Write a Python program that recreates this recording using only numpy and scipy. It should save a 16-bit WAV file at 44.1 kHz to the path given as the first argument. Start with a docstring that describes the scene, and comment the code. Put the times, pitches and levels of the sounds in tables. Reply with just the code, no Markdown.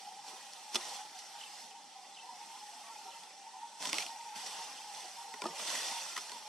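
"""An elephant walks through scrub and tears up a leafy stem, some metres from a small camera. From the start
leaves stir as grainy noise over a steady hiss, and far doves coo in chorus as sagging tones. Soon come pulls
that swell and fade, twigs that snap with a click, ring and thud, and gliding whistles. A small bird first
chirps just before 1.4 s; thick tearing follows near 3.8 s and again from 5.4 s. Throughout, two ports hear it
through the camera housing's colour; source levels are set before that."""
import sys
import numpy as np
from scipy import signal
from scipy.fft import rfft, irfft
from scipy.io import wavfile
from scipy.ndimage import uniform_filter1d

SR = 44100
rng = np.random.default_rng(int(sys.argv[2]) if len(sys.argv) > 2 else 0)


def pcm_store(signal):
    """Save signal as 16-bit PCM."""
    levels = np.round(np.clip(np.atleast_2d(signal), -1, 1) * 32767)
    wavfile.write(sys.argv[1], SR, levels.astype(np.int16).T)


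N = 285758  # samples


def amp(db):
    """Turns decibels into an amplitude factor."""
    return 10 ** (np.asarray(db) / 20)


def evened(x):
    """Brings a sound to rms 1."""
    return x / np.sqrt(np.mean(x ** 2) + 1e-20)


def read(points, hz):
    """Reads a spectral curve between its points, on a log pitch axis."""
    f, value = np.transpose(points)
    return np.interp(np.log(hz + 1), np.log(f + 1), value)


def curves(rows):
    """Draws each column of a timed table as straight lines over the whole scene."""
    s, *columns = np.transpose(rows)
    t = np.arange(N) / SR
    return [np.interp(t, s, column) for column in columns]


def add(mix, s, sound):
    """Lays a sound into the mix at s seconds, cut off at the end of the scene."""
    part = mix[..., round(s * SR):][..., :sound.shape[-1]]
    part += sound[..., :part.shape[-1]]


def coloured(x, points):
    """Shapes x by a spectrum and brings it to rms 1."""
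    gain = amp(read(points, np.fft.rfftfreq(N, 1 / SR)))
    return evened(irfft(rfft(x) * gain, N))


def glide(hz, level):
    """A sine that follows a moving pitch and level."""
    phase = 2 * np.pi * np.cumsum(hz) / SR
    return level * np.sin(phase)


def flutter(size, per_s):
    """Random wobble: normal random values, per_s of them a second, joined by straight lines."""
    steps = rng.standard_normal(round(size * per_s / SR) + 2)
    return np.interp(np.arange(size) * per_s / SR, np.arange(len(steps)), steps)


def scrub_echo(x, t60, wet_db):
    """Trunks and bushes scatter a far call: sparse fading taps on three separate paths."""
    t = np.arange(SR // 2) / SR
    hits = rng.random((3, len(t))) < .04
    taps = rng.standard_normal((3, len(t))) * hits * amp(-60 * t / t60)
    taps /= np.linalg.norm(taps, axis=1, keepdims=True)
    return x + amp(wet_db) * signal.fftconvolve(x[None], taps, axes=1)[:, :N]


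# Spectrum of the steady hiss beneath everything: f/Hz, level/dB per Hz
HISS_SPECTRUM = [(15, -90), (25, -60), (86, -29), (193, -6), (685, -12), (805, -10), (1140, -27),
                 (5160, -13), (8610, -14.5), (11300, -22), (15600, -76)]
HISS_DB = -65.5


def steady_hiss():
    """Steady coloured noise, separate on each side."""
    return amp(HISS_DB) * coloured(rng.standard_normal((2, N)), HISS_SPECTRUM)


# Leaves stirring all the while: t/s, level/dB
STIR_LEVELS = [(0, -52.5), (.2, -55.5), (.4, -52), (1.1, -54), (1.62, -51.5), (1.75, -57), (2.3, -55.5),
               (2.5, -52.5), (3.22, -53.5), (3.35, -56.5), (3.75, -55), (4.25, -53), (5.2, -50.5),
               (5.42, -53), (6.48, -78)]
# Pulls, tears and sweeps through the growth: start t/s, rise/s, hold/s, fade/dB per s,
# leaves level/dB, stalks level/dB, share of breaking/0-1, deep part relative to the stalks/dB
GROWTH_PULLS = [(0.22, 0.065, 0.018, 91, -52, -61.5, 0, -3),
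                (0.71, 0.025, 0.22, 108, -45.5, -59, 0.27, -14),
                (1.135, 0.023, 0.018, 59, -55.5, -83, 0, 0), (1.344, 0.051, 0.022, 49, -53.5, -81, 0.3, 0),
                (3.781, 0.059, 0.035, 72, -40, -55, 0.5, 0), (3.903, 0.048, 0.046, 114, -41.5, -57, 0.1, 5),
                (4.343, 0.019, 0.23, 40, -47, -66.5, 0, 6.5), (4.9, 0.042, 0.034, 68, -51, -66, 0.4, 2),
                (5.375, 0.091, 0.048, 166, -50.5, -52, 0.3, -4),
                (5.507, 0.095, 0.03, 40, -42, -52.5, 0.3, -10),
                (5.614, 0.089, 0.056, 21, -37.5, -55.5, 0.1, -1),
                (6.217, 0.11, 0.015, 86, -54.5, -63, 0.1, -7)]
STALKS_REST_DB = -71
DEEP_FADE = 2.2  # the deep part dies this many times faster
STIR_BREAKING = 0.076  # share 0-1


def pulls():
    """Each pull swells, holds and fades; powers add to the resting levels."""
    t = np.arange(N) / SR
    leaf = amp(2 * curves(STIR_LEVELS)[0])  # twice the dB gives power
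    stalk = amp(2 * STALKS_REST_DB) * np.ones(N)
    broken, deep = STIR_BREAKING * leaf, stalk
    for s, rise, hold, fade_db, leaf_db, stalk_db, breaking, deep_db in GROWTH_PULLS:
        swell = np.clip((t - s) / max(rise, .005), 0, 1) ** 2
        fade = amp(-2 * fade_db * np.maximum(t - s - rise - hold, 0))
        shape = swell * fade
        leaf = leaf + amp(2 * leaf_db) * shape
        stalk = stalk + amp(2 * stalk_db) * shape
        deep = deep + amp(2 * (stalk_db + deep_db)) * shape ** DEEP_FADE
        broken = broken + breaking * amp(2 * leaf_db) * shape
    share = np.clip(broken / leaf, 0, 1)
    return 10 * np.log10(leaf), 10 * np.log10(stalk), 10 * np.log10(deep), share


def crackle(per_s, spread_db, t60):
    """Power envelope of many small breaks and flicks; a few are large."""
    breaks = rng.random(N) < per_s / SR
    size = amp(spread_db * np.minimum(rng.exponential(size=N), 5)) * breaks
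    power = signal.lfilter([1], [1, -amp(-120 / t60 / SR)], size ** 2)
    power = uniform_filter1d(power, size=80)  # each break takes a moment to build
    return power / power.mean()


def patchy(x, patch_db, size=256):
    """Random patches in time and pitch make the noise uneven."""
    z = signal.stft(x, nperseg=size)[2]
    field = rng.standard_normal(z.shape[1:])
    field = uniform_filter1d(field, size=3, axis=0)  # across pitch
    field = evened(uniform_filter1d(field, size=6, axis=1))  # across time
    return evened(signal.istft(z * amp(patch_db * field), nperseg=size)[1][:, :N])


# Spectrum of dry leaves, and of splintering twigs: f/Hz, level/dB per Hz
LEAF_SPECTRUM = [(290, -25.5), (500, -15), (716, -5.5), (1000, -8), (1560, -6.5), (1880, -7.5),
                 (3860, -2.5), (5370, -4), (10900, -11), (15600, -29.5)]
# Spectrum of knocking stalks, and of fibres in a thud: f/Hz, level/dB per Hz
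STALK_SPECTRUM = [(20, -60), (100, -47), (150, -3), (215, -3), (400, -2.5), (600, 3), (720, -2.5),
                  (950, -6), (1500, -10.5), (2000, -17.5), (6000, -67)]
# the band above about 9.5 kHz thins when the rustle falls below the knee
TREBLE_DB, TREBLE_KNEE_DB, TREBLE_SLOPE = -4, -53.5, 2.3  # dB, dB, dB per dB


def rustle():
    """Noise gated by grains; stalks give the low body, dry leaves the treble."""
    leaf_db, stalk_db, deep_db, share = pulls()
    treble_db = TREBLE_DB + TREBLE_SLOPE * np.minimum(leaf_db - TREBLE_KNEE_DB, 0)

    grains = np.sqrt(1 - share + share * crackle(per_s=900, spread_db=3., t60=.012))
    leaves = patchy(coloured(grains * rng.standard_normal((3, N)), LEAF_SPECTRUM), 1.67)
    leaves = patchy(leaves, 2.2, size=2048)  # slower, narrower patches: a more tonal rustle
    treble = signal.sosfiltfilt(signal.butter(2, 9500, "high", fs=SR, output="sos"), leaves)
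    leaves = leaves + (amp(treble_db) - 1) * treble

    knocks = np.sqrt(0.49 + 0.49 * crackle(per_s=70, spread_db=1.6, t60=0.02))
    stalks = coloured(knocks * rng.standard_normal((3, N)), STALK_SPECTRUM)
    stalks = patchy(stalks, 4.5, size=1024)
    deep = signal.sosfiltfilt(signal.butter(2, 330, fs=SR, output="sos"), stalks)
    return amp(leaf_db) * leaves + amp(stalk_db) * (stalks - deep) + amp(deep_db) * deep


# Dove chorus: t/s, level/dB, share of high voices/0-1
DOVE_CHORUS = [(0, -52.5, 0.12), (.55, -62.5, 0.41), (.96, -55, 0.35), (1.17, -59, 0.24),
               (1.75, -59.5, 0.28), (2.1, -57.5, 0.4), (2.52, -55.5, 0.77), (2.68, -58.5, 0.58),
               (2.97, -55, 0.54), (3.36, -62, 0.3), (3.56, -52, 0.93), (3.75, -60.5, 0.52),
               (4.15, -53, 0.6), (5.1, -56.5, 0.37), (5.4, -54.5, 0.88), (5.7, -70, 0.66),
               (5.92, -50.5, .8), (6.16, -68, 0.4), (6.48, -57, 1)]
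LOW_COO_HZ, HIGH_COO_HZ = 806, 884
COO_SPREAD_HZ, COO_SAG_HZ = 62, 25  # largest offset either way, largest sag


def doves():
    """Many far birds coo at once: short purring notes that sag, smeared by the scrub."""
    level_db, high = curves(DOVE_CHORUS)
    out, count = np.zeros(N), 600
    for k, (late, long, off, lean, sag, loud, voice) in enumerate(rng.random((count, 7))):
        size = round((.035 + .075 * long) * SR)
        s = (k + late) / count * N / SR
        centre_hz = HIGH_COO_HZ if voice < high[int(s * SR)] else LOW_COO_HZ
        start_hz = centre_hz + COO_SPREAD_HZ * (off + lean - 1)
        hz = start_hz - COO_SAG_HZ * sag * np.linspace(0, 1, size)
        purr = 1 + .7 * flutter(size, 80)
        add(out, s, glide(hz, np.hanning(size) * purr * amp(-10 * loud)))
    return amp(level_db) * evened(scrub_echo(out, t60=0.23, wet_db=-0.82))


def causal(gain):
    """The most front-loaded click with this spectrum (minimum phase), peak 1."""
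    folded = irfft(np.log(gain + 1e-5))
    folded[1:len(gain) - 1] *= 2
    folded[len(gain):] = 0
    click = irfft(np.exp(rfft(folded)))
    return click / abs(click).max()


# Snapping twigs: t/s, crack level/dB, ring f/Hz, crack t60/s, thud level/dB, factor on the stem's pitch
TWIG_SNAPS = [(0.281, -43, 5470, 0.056, -81, 1.4), (0.3286, -48, 3430, 0.022, -62.5, 1.05),
              (0.5342, -35, 5170, .012, -80, 1.3), (0.7455, -26.5, 6100, 0.05, -49.5, 1.14),
              (0.7557, -19, 3450, 0.046, -44, 1.01), (1.1884, -40, 5920, 0.066, -86, 1.4),
              (3.235, -38, 3500, .012, -80, 1), (3.8043, -41, 5500, 0.018, -60, 0.78),
              (3.8552, -25, 2260, 0.012, -58, 0.68), (3.872, -26, 5440, 0.014, -58, 0.72),
              (3.8968, -26, 5900, 0.011, -57, 1.14), (3.9303, -16.5, 2140, 0.011, -50, 0.89),
              (3.942, -25.5, 2580, 0.025, -56, 0.97), (3.9836, -21, 2170, 0.019, -63, 1.5),
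              (4.003, -33, 2340, 0.073, -67, 0.57), (4.022, -35, 2450, 0.084, -70.5, 1.7),
              (4.0645, -30, 2490, 0.014, -76, 0.98), (4.4622, -36, 5630, 0.13, -74, 2.3),
              (5.3391, -36, 1930, 0.033, -56.5, 1.19), (5.4195, -26, 2340, 0.013, -48.5, 1.15),
              (5.4394, -36.5, 1700, 0.038, -47, 0.92), (5.455, -38, 1190, 0.026, -40, 1.01),
              (5.4663, -32.5, 4480, 0.023, -55, 2.06), (5.485, -48, 900, 0.021, -56, 0.76),
              (5.595, -34, 1200, 0.037, -64, 0.697), (5.615, -37, 606, 0.043, -65, 0.62),
              (5.68, -35, 1900, .03, -59, 0.86), (5.739, -37, 3240, .02, -60, 0.77),
              (5.773, -42, 990, 0.018, -72, 1.5), (5.831, -31, 2530, 0.022, -68, 1.8),
              (5.883, -33.5, 2470, .03, -72, 1), (5.913, -38, 2950, .02, -60.5, 0.71),
              (6.2955, -36, 3400, 0.019, -69.5, 1), (5.7533, -29, 1950, 0.038, -66, 0.54),
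              (6.162, -36, 1270, 0.067, -70, 1.1), (6.1655, -27, 1940, 0.02, -63.5, 0.9),
              (6.1759, -29.5, 1266, 0.055, -58, 1.15), (6.3179, -32.5, 4340, 0.017, -60.5, 1.2)]
# Modes of a green stem, before the pitch factor: f/Hz, level/dB, t60/s
STEM_MODES = [(224, 0, 0.078), (354, 5, 0.11), (612, 4.5, 0.052), (873, 10, 0.043), (1225, 8.5, 0.06)]


def snaps():
    """A burst of splinters, a short ring of the twig, and a slower thud through the stem."""
    out, t = np.zeros((3, N)), np.arange(4096) / SR
    hz = np.fft.rfftfreq(len(t), 1 / SR)
    leaf_gain, stalk_gain = amp(read(LEAF_SPECTRUM, hz)), amp(read(STALK_SPECTRUM, hz))
    for s, crack_db, ring_hz, t60, thud_db, pitch in TWIG_SNAPS:
        fade = amp(-60 * t / max(t60, .004)) * (1 - np.exp(-t / 0.00033))
        body = 0.69 + 0.98 / (1 + ((hz - ring_hz) / (0.75 * ring_hz)) ** 2)
        # thin twigs hold no low sound
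        body = body / (1 + (.58 * min(ring_hz, 2600) / (hz + 1)) ** 6)
        splinters = irfft(rfft(rng.standard_normal((3, len(t)))) * leaf_gain * body)
        ring = np.sin(2 * np.pi * ring_hz * t)
        crack = fade * (0.53 * evened(splinters) + 0.34 * ring)
        front = causal(leaf_gain * body)  # the first fibre parts with one sharp click

        fibres = irfft(rfft(rng.standard_normal((3, len(t)))) * stalk_gain)
        modes = np.zeros(len(t))
        for f, db, mode_t60 in STEM_MODES:
            tone = np.sin(2 * np.pi * (pitch * f * t + rng.random()))
            modes += amp(db - 60 * t / mode_t60) * tone
        thud = 0.8 * evened(fibres) * amp(-60 * t / .09) + .8 * modes
        thud = thud * (1 - np.exp(-t / .0015))  # soft onset
        add(out, s, amp(crack_db) * (crack + 0.65 * front) + amp(thud_db) * thud)
    return out


# Single far whistles and coos, before flicker: t/s, length/s, start f/Hz, end f/Hz, level/dB
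FAR_WHISTLES = [(.56, .1, 1280, 1270, -68), (.88, .13, 1020, 1110, -64), (.96, .34, 1335, 1350, -71),
                (1.94, .13, 1020, 985, -66.5), (2.235, .09, 1000, 980, -62), (2.52, .09, 970, 1050, -65),
                (2.7, .22, 700, 680, -69), (2.83, .08, 1120, 1140, -63), (2.91, .05, 1350, 1365, -65),
                (3.05, .25, 1355, 1345, -71), (3.53, .06, 1000, 1000, -66), (5.525, .04, 790, 765, -54),
                (5.96, .3, 1330, 1420, -66), (6.312, .075, 990, 860, -55)]
# Notes of one chirp, a flick, down, up and a low end:
# t/s from its start, length/s, start f/Hz, end f/Hz, level relative to the chirp/dB
CHIRP_NOTES = [(0, .014, 3700, 4250, -1.5), (.013, .012, 3800, 3400, -6), (.02, .02, 3400, 2650, -1.5),
               (.042, .014, 2650, 2700, -3), (.051, .013, 3080, 3150, 0), (.062, .013, 3650, 3780, -5),
               (.073, .02, 2680, 2650, -5)]
# When the small bird chirps: t/s, level/dB
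CHIRP_TIMES = [(1.383, -52.5), (2.142, -54.5), (3.088, -58), (4.733, -56)]


def birds():
    """Single whistles and four chirps on one pattern; moving air makes them flicker."""
    out = np.zeros(N)
    for s, long, start_hz, end_hz, db in FAR_WHISTLES:
        size = round(long * SR)
        level = amp(db) * signal.windows.tukey(size, .35) * (1 + .7 * flutter(size, 45))
        hz = np.linspace(start_hz, end_hz, size) + 16 * flutter(size, 50)
        add(out, s, glide(hz, level))
    for s, db in CHIRP_TIMES:
        for at, long, start_hz, end_hz, note_db in CHIRP_NOTES:
            size = round(long * SR)
            level = amp(db + note_db) * np.hanning(size) ** .5 * (1 + .3 * flutter(size, 200))
            add(out, s + at, glide(np.linspace(start_hz, end_hz, size), level))
    return scrub_echo(out, t60=.16, wet_db=-1)


# Share of the sound's power that both ports hear alike: f/Hz, share/0-1
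PORT_SHARED = [(100, 0.55), (900, 0.92), (1600, 0.59), (3000, 0.79), (4300, 0.47), (5500, 0.78),
               (6600, 0.52), (7800, 0.54), (9500, 0.4), (15000, 0.45)]
# Right port behind left: f/Hz, phase/radians
PORT_LAG = [(100, 0), (3000, .05), (6000, .5), (8000, 1.), (10500, 1.6), (12500, 2.6), (15500, 3.3)]
# Left minus right: f/Hz, level/dB
PORT_LEAN = [(200, -0.5), (2400, 0), (4400, -0.5), (8100, -4), (15000, -4)]


def ports(shared, left, right):
    """Each port hears the shared sound plus a part of its own; the right one is later and brighter."""
    hz = np.fft.rfftfreq(N, 1 / SR)
    same = np.clip(read(PORT_SHARED, hz), 0, 1)
    both = np.sqrt(same) * rfft(shared)
    own = np.sqrt(1 - same)
    lean = amp(read(PORT_LEAN, hz) / 2)
    lag = np.exp(-1j * read(PORT_LAG, hz))
    left_port = (both + own * rfft(left)) * lean
    right_port = (both * lag + own * rfft(right)) / lean
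    return irfft(np.array([left_port, right_port]), N)


def scene():
    """Growth and birds reach the two ports as three paths; a steady hiss lies beneath."""
    hiss = steady_hiss()
    paths = rustle() + doves() + snaps() + birds()
    return ports(*paths) + hiss


# Resonances and hollows of the camera housing: f/Hz, width/Hz, level/dB
HOUSING_COLOUR = [(988, 126, 7), (1706, 370, -5.5), (1863, 320, 6.5), (2283, 38, -25), (2320, 65, 4.5),
                  (3750, 870, 2), (3868, 217, -10.5), (4520, 270, 1.5), (4720, 470, -3.5), (5230, 760, 3.5),
                  (6010, 300, 5), (7050, 1850, -2.5), (7980, 1020, 4), (11500, 430, 3), (11530, 190, -3)]
EDGE_HZ = 15720  # upper band limit


def record(dry):
    """Housing colour and the wind filter's bass cut, then the band limit."""
    hz = np.fft.rfftfreq(N, 1 / SR)
    colour_db = sum(db / (1 + (2 * (hz - f) / width) ** 2) for f, width, db in HOUSING_COLOUR)
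    wet = irfft(rfft(dry) * amp(colour_db), N)
    wet = signal.sosfilt(signal.butter(3, 130, "high", fs=SR, output="sos"), wet)
    band_limit = signal.firwin(1023, EDGE_HZ, window=("kaiser", 10), fs=SR)
    return signal.oaconvolve(wet, band_limit[None], "same")


dry = scene()
out = record(dry)
pcm_store(out)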